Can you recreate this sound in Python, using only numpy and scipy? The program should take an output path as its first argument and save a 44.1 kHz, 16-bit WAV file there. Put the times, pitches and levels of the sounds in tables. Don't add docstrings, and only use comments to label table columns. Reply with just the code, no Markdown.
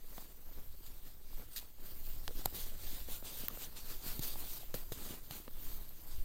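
import sys
import numpy as np
from scipy import signal
from scipy.fft import rfft, irfft
from scipy.io import wavfile
from scipy.ndimage import uniform_filter1d

SR = 44100
rng = np.random.default_rng(int(sys.argv[2]) if len(sys.argv) > 2 else 0)


def pcm_store(signal):
    levels = np.round(np.clip(np.atleast_2d(signal), -1, 1) * 32767)
    wavfile.write(sys.argv[1], SR, levels.astype(np.int16).T)


N = 275436
TIME = np.arange(N) / SR


def amp(db):
    return 10 ** (np.asarray(db) / 20)


def unit(x):
    return x / np.sqrt(np.mean(x ** 2) + 1e-20)


def curve(rows, column=1):
    rows = np.asarray(rows)
    return np.interp(TIME, rows[:, 0], rows[:, column])


def add(mix, start, sound):
    part = mix[max(round(start * SR), 0):][:len(sound)]
    part += sound[:len(part)]


def colour(x, spectrum):
    hz, db = np.transpose(spectrum)
    f = np.fft.rfftfreq(len(x), 1 / SR)
    gain = amp(np.interp(np.log(f + 1), np.log(hz + 1), db))
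    return unit(irfft(rfft(x) * gain, len(x)))


def wander(hz):
    f = np.fft.rfftfreq(N, 1 / SR)
    return unit(irfft(rfft(rng.standard_normal(N)) / (1 + (f / hz) ** 4), N))


def slips(per_s, spread_db):
    size = amp(spread_db * np.minimum(rng.exponential(1, N), 4))
    direction = rng.choice([-1, 1], N)
    happens = rng.random(N) < per_s / SR
    return unit(size * direction * happens)


def friction():
    # (fastest moment [s], swell [s], fade [s], relative hiss level [dB],
    # sheen over the hiss [dB], low rustle over the hiss [dB])
    strokes = [(0.188, 0.12, 0.12, -61.5, 3.5, 1), (0.597, 0.13, 0.087, -67.5, 8, 7.5),
               (0.868, 0.065, 0.18, -64.5, 5, -0.5), (1.072, 0.034, 0.091, -63.5, 4, -1),
               (1.389, 0.12, 0.085, -62.5, 5, 2.5), (1.56, 0.058, 0.096, -60, 5, -16),
               (1.869, 0.056, 0.095, -60, 5.5, 3.5), (2.071, 0.13, 0.13, -61, 7.5, -4.5),
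               (2.426, 0.11, 0.075, -58, -2, -1.5), (2.566, 0.03, 0.11, -48.5, 1.5, -22),
               (2.831, 0.041, 0.096, -55.5, 1.0, -4), (2.935, 0.067, 0.12, -55, 3.5, -13),
               (3.13, 0.047, 0.05, -49.5, 3, -12), (3.259, 0.021, 0.085, -52, -1, -5),
               (3.411, 0.087, 0.062, -51.5, 4, -13), (3.577, 0.071, 0.058, -56.5, 3.5, -4),
               (3.639, 0.036, 0.026, -50.5, 1.5, -8), (3.778, 0.02, 0.037, -52, -29, -18),
               (3.924, 0.093, 0.046, -52.5, 2.5, -4.5), (4.079, 0.053, 0.09, -49.0, 2.5, -10),
               (4.229, 0.015, 0.093, -47, 3.0, -23), (4.422, 0.24, 0.09, -54.5, 4.5, -2.5),
               (4.532, 0.074, 0.1, -53, 4.5, -12), (4.75, 0.014, 0.073, -55, 6, 0),
               (4.922, 0.0036, 0.19, -57.5, -2, -3), (5.105, 0.14, 0.08, -54.5, 2.5, -1),
               (5.326, 0.02, 0.084, -54.5, 3.5, -1.5), (5.7, 0.11, 0.1, -56.5, 5.0, -1),
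               (6.117, 0.046, 0.051, -61, -8, -17)]
    # (time [s], relative hiss level [dB])
    resting = [(0, -69), (1.75, -71), (2.4, -62.5), (3.7, -64.5), (4.6, -65.5), (6.25, -64.5)]
    resting_sheen_db, resting_rustle_db = 6, 2.5
    stroke_shape = 1.62

    power = amp(curve(resting) + np.array([[0], [resting_sheen_db], [resting_rustle_db]])) ** 2
    for moment, swell, fade, db, sheen_db, rustle_db in strokes:
        away = abs((TIME - moment) / np.where(TIME < moment, swell, fade))
        near = away < 4
        speed = np.exp(-away[near] ** stroke_shape)
        levels = amp(db + np.array([[0], [sheen_db], [rustle_db]]))
        power[:, near] += (speed * levels) ** 2
    return np.sqrt(power)


def shifting(x, patchy_db):
    z = signal.stft(x, nperseg=512, noverlap=384)[2]
    patches = rng.standard_normal(z.shape)
    for _ in range(2):
        patches = uniform_filter1d(patches, size=6, axis=0)
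        patches = uniform_filter1d(patches, size=14, axis=1)
    z = z * amp(patchy_db * unit(patches))
    return unit(signal.istft(z, nperseg=512, noverlap=384)[1][:N])


def rubbing(hiss_gain, sheen_gain):
    # (frequency [Hz], level [dB])
    hiss_spectrum = [(300, -1), (1000, -2), (2100, -4.5), (2900, -0.5), (3900, 1.5), (4750, 2), (5250, -3),
                     (7000, -1), (8600, 0), (10300, -3.5), (12000, -2.5), (16000, -10)]
    sheen_spectrum = [(9500, -34), (11200, -12.5), (12400, -7), (13500, -0.5), (14700, -1.5), (15400, -7),
                      (16000, -10)]
    hiss_db, sheen_db = 1.5, 0.5

    hiss = colour(slips(per_s=12000, spread_db=2.0), hiss_spectrum) * hiss_gain * amp(hiss_db)
    sheen = colour(slips(per_s=16000, spread_db=3.0), sheen_spectrum) * sheen_gain * amp(sheen_db)
    both = (hiss + sheen) * amp(1.0 * wander(hz=40))
    return shifting(both, patchy_db=1.85) * np.std(both)


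def rustle(gain):
    # (frequency [Hz], level [dB])
    patter_spectrum = [(40, 10), (100, 2.5), (280, 1), (380, -2), (480, -3), (750, -11.5), (1200, -12),
                       (2200, -15.5), (5000, -42)]
    # (frequency [Hz], level [dB])
    tick_spectrum = [(100, -7), (350, -2), (750, 6.5), (1200, -0.5), (2000, -24), (4000, -37), (8000, -11)]
    patter_db, ticks_db = 0.5, -12

    patter = colour(slips(per_s=900, spread_db=0.5), patter_spectrum)
    patter *= amp(patter_db + 2.9 * wander(hz=25.0))
    ticks = colour(slips(per_s=30, spread_db=1.0), tick_spectrum) * amp(ticks_db)
    return (patter + ticks) * gain


def rumble():
    # (time [s], level [dB])
    sway = [(0, -46), (.4, -49.5), (.56, -39.5), (1.1, -48), (1.32, -39.5), (1.75, -48), (2.23, -36),
            (3.0, -39.5), (3.75, -45.5), (4.15, -37.5), (5.4, -47.5), (5.7, -35), (6.0, -51), (6.15, -32.5)]
    # (frequency [Hz], level [dB])
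    rumble_spectrum = [(2, -1), (9, 15.5), (16, 11), (32, -9), (51, -12.5), (59, -6), (75, -16.5),
                       (120, -21), (170, -39.5), (400, -50.5)]

    noise = colour(rng.standard_normal(N), rumble_spectrum)
    return noise * amp(curve(sway)) * signal.windows.tukey(N, .01)


def ring(force, tilt_db=0):
    # (frequency [Hz], width [Hz], relative level [dB])
    modes = [(1730, 770, -14), (3170, 700, -5.5), (4010, 480, 0.5), (4830, 560, -2), (6460, 770, -1.5),
             (7150, 1160, -2.5), (9630, 1400, -6), (11280, 770, -2), (12400, 1320, 1), (14650, 920, 1.5)]

    f = np.fft.rfftfreq(len(force), 1 / SR)
    response = 0
    for k, (hz, width, db) in enumerate(modes):
        response = response + (-1) ** k * amp(db) / (1 + 2j * (f - hz) / width)
    tilt = amp(tilt_db * np.log2(np.maximum(f, 1000) / 6000))
    return irfft(rfft(force) * response * tilt, len(force))


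def snaps(grit=1.0):
    # (time [s], level [dB], grinding decay [s], treble tilt [dB per octave])
    snap_rows = [(0.1803, -42, 0.0012, -11), (2.2788, -25, 0.00074, -8), (2.4545, -30, .0005, -1),
                 (2.4578, -14, 0.00048, 1.5), (2.4594, -24, 0.00052, 0.5), (3.4836, -26.5, 0.00032, -8.5),
                 (3.4838, -18, 0.00066, 15), (4.1935, -32.5, 0.0019, 0.5), (4.7418, -33.5, 0.0016, -9),
                 (4.9215, -37, 0.001, -9.5), (5.3096, -35, 0.0023, -3), (5.479, -46, 0.0036, -16),
                 (5.8921, -33.5, 0.00035, 4)]
    lead = 32

    out, t = np.zeros(N), np.arange(2048) / SR
    for moment, db, decay, tilt_db in snap_rows:
        grinding = grit * unit(rng.choice([-1, 1], len(t)) * np.exp(-t / decay))
        release = unit(1. * (t == 0))
        crack = ring(np.roll(grinding + release, shift=lead), tilt_db)
        crack = crack / np.linalg.norm(crack) * np.sqrt(decay * SR / 2)
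        add(out, moment - lead / SR, amp(db - 3) * crack)
    return out


def knocks(grit=0.33):
    # (time [s], level [dB], pitch [Hz], cycles to fall to 1/e [cycles],
    # thud level [dB], thud pitch [Hz])
    knock_rows = [(0.1806, -39.5, 705, 2, -44.5, 225), (.2238, -46, 800, 1.1, -56, 200),
                  (0.806, -48, 340, 1, -60, 150), (1.331, -45, 800, 0.88, -63, 200),
                  (1.627, -47.5, 640, 1.2, -62, 200), (2.279, -34, 715, 1.2, -46, 115),
                  (2.3075, -42.5, 480, 2.4, -55, 200), (2.352, -46, 298, 1.1, -57, 150),
                  (2.4581, -20.5, 797, 1.2, -37, 124), (2.526, -40.5, 302, 0.77, -52, 150),
                  (2.929, -41.5, 258, 1.2, -50, 140), (3.086, -36.5, 486, 1.1, -42, 260),
                  (3.226, -40.5, 600, 1.1, -44, 250), (3.436, -38.5, 269, 1, -47, 140),
                  (3.573, -35.5, 490, 0.72, -53, 200), (4.063, -44, 400, 1, -40, 198),
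                  (4.1924, -35, 316, 1.2, -31, 132), (4.357, -38.5, 840, 1.7, -46, 250),
                  (4.631, -45, 710, 2, -59, 200), (4.7415, -34.5, 505, 2.5, -36.5, 130),
                  (4.743, -29.5, 260, 0.67, -35.5, 200), (4.9195, -31.5, 450, 1.13, -37.5, 111),
                  (5.106, -35, 257, .6, -39.5, 136), (5.3085, -38.5, 740, 1.5, -40.5, 145),
                  (5.4, -42, 332, 1, -55, 160), (5.479, -38.5, 540, 1.3, -41, 230)]
    # (ratio to the knock's pitch [1], level [dB])
    skirt_rows = [(.2, -14), (1, 7.5), (3, -8), (12, -31)]
    thud_cycles = 0.87

    out, t = np.zeros(N), np.arange(4096) / SR
    attack = 1 - np.exp(-t / 0.00029)
    for moment, db, hz, cycles, thud_db, thud_hz in knock_rows:
        skirt = [(hz * ratio, level) for ratio, level in skirt_rows]
        envelope = attack * np.exp(-t * hz / cycles)
        tone = np.sin(2 * np.pi * hz * t)
        push = envelope * (tone + grit * colour(rng.standard_normal(len(t)), skirt))
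        push *= np.linalg.norm(envelope) / np.linalg.norm(push) / np.sqrt(2)
        thud = attack * np.sin(2 * np.pi * thud_hz * t) * np.exp(-t * thud_hz / thud_cycles)
        add(out, moment, amp(db) * push - amp(thud_db) * thud)
    return out


def scrapes():
    # (time [s], level [dB], length [s], decay after it [s], treble tilt [dB per octave])
    scrape_rows = [(0.862, -55, .008, .01, -1.5), (1.561, -40, 0.0054, .008, -2),
                   (1.573, -42, 0.0066, 0.013, -1.5), (4.224, -41.5, 0.019, .008, 2),
                   (4.741, -44.5, 0.01, 0.0054, 0), (4.921, -47, 0.0092, .0098, -1)]

    out, t = np.zeros(N), np.arange(8192) / SR
    for moment, db, length, decay, tilt_db in scrape_rows:
        grit = unit(ring(slips(per_s=3300, spread_db=4.5)[:len(t)], tilt_db))
        fade = np.exp(-np.maximum(t - length, 0) / decay)
        add(out, moment, amp(db) * grit * fade)
    return out


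def squeaks(waver=0.036, rough=0.35):
    # (time [s], rms level [dB], middle pitch [Hz], length [s])
    squeak_rows = [(1.507, -62.5, 8800, 0.064), (1.56, -56, 1900, 0.0067), (1.561, -51, 4080, 0.0061),
                   (1.572, -58, 4220, .022), (2.286, -52, 423, .012), (3.486, -57, 1190, 0.0083),
                   (3.499, -59, 1160, 0.01), (3.635, -56, 5930, .024)]

    out = np.zeros(N)
    drift, flutter = wander(hz=400), wander(hz=600)
    for start, db, hz, length in squeak_rows:
        span = (TIME >= start) & (TIME < start + length)
        pitch = hz * (1 + waver * drift[span])
        tone = np.sin(2 * np.pi * np.cumsum(pitch) / SR)
        tone *= 1 + rough * flutter[span]
        add(out, start, amp(db) * unit(tone * np.hanning(len(tone))))
    return out


def scene():
    hiss_gain, sheen_gain, rustle_gain = friction()
    contact = rubbing(hiss_gain, sheen_gain) + rustle(rustle_gain)
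    mix = contact + rumble() + snaps() + knocks() + scrapes() + squeaks()
    return mix[None]


def record(dry):
    edge_hz = 15900
    low_pass = signal.firwin(511, edge_hz, window=("kaiser", 9), fs=SR)
    return signal.oaconvolve(dry, low_pass[None], "same")


dry = scene()
out = record(dry)
pcm_store(out)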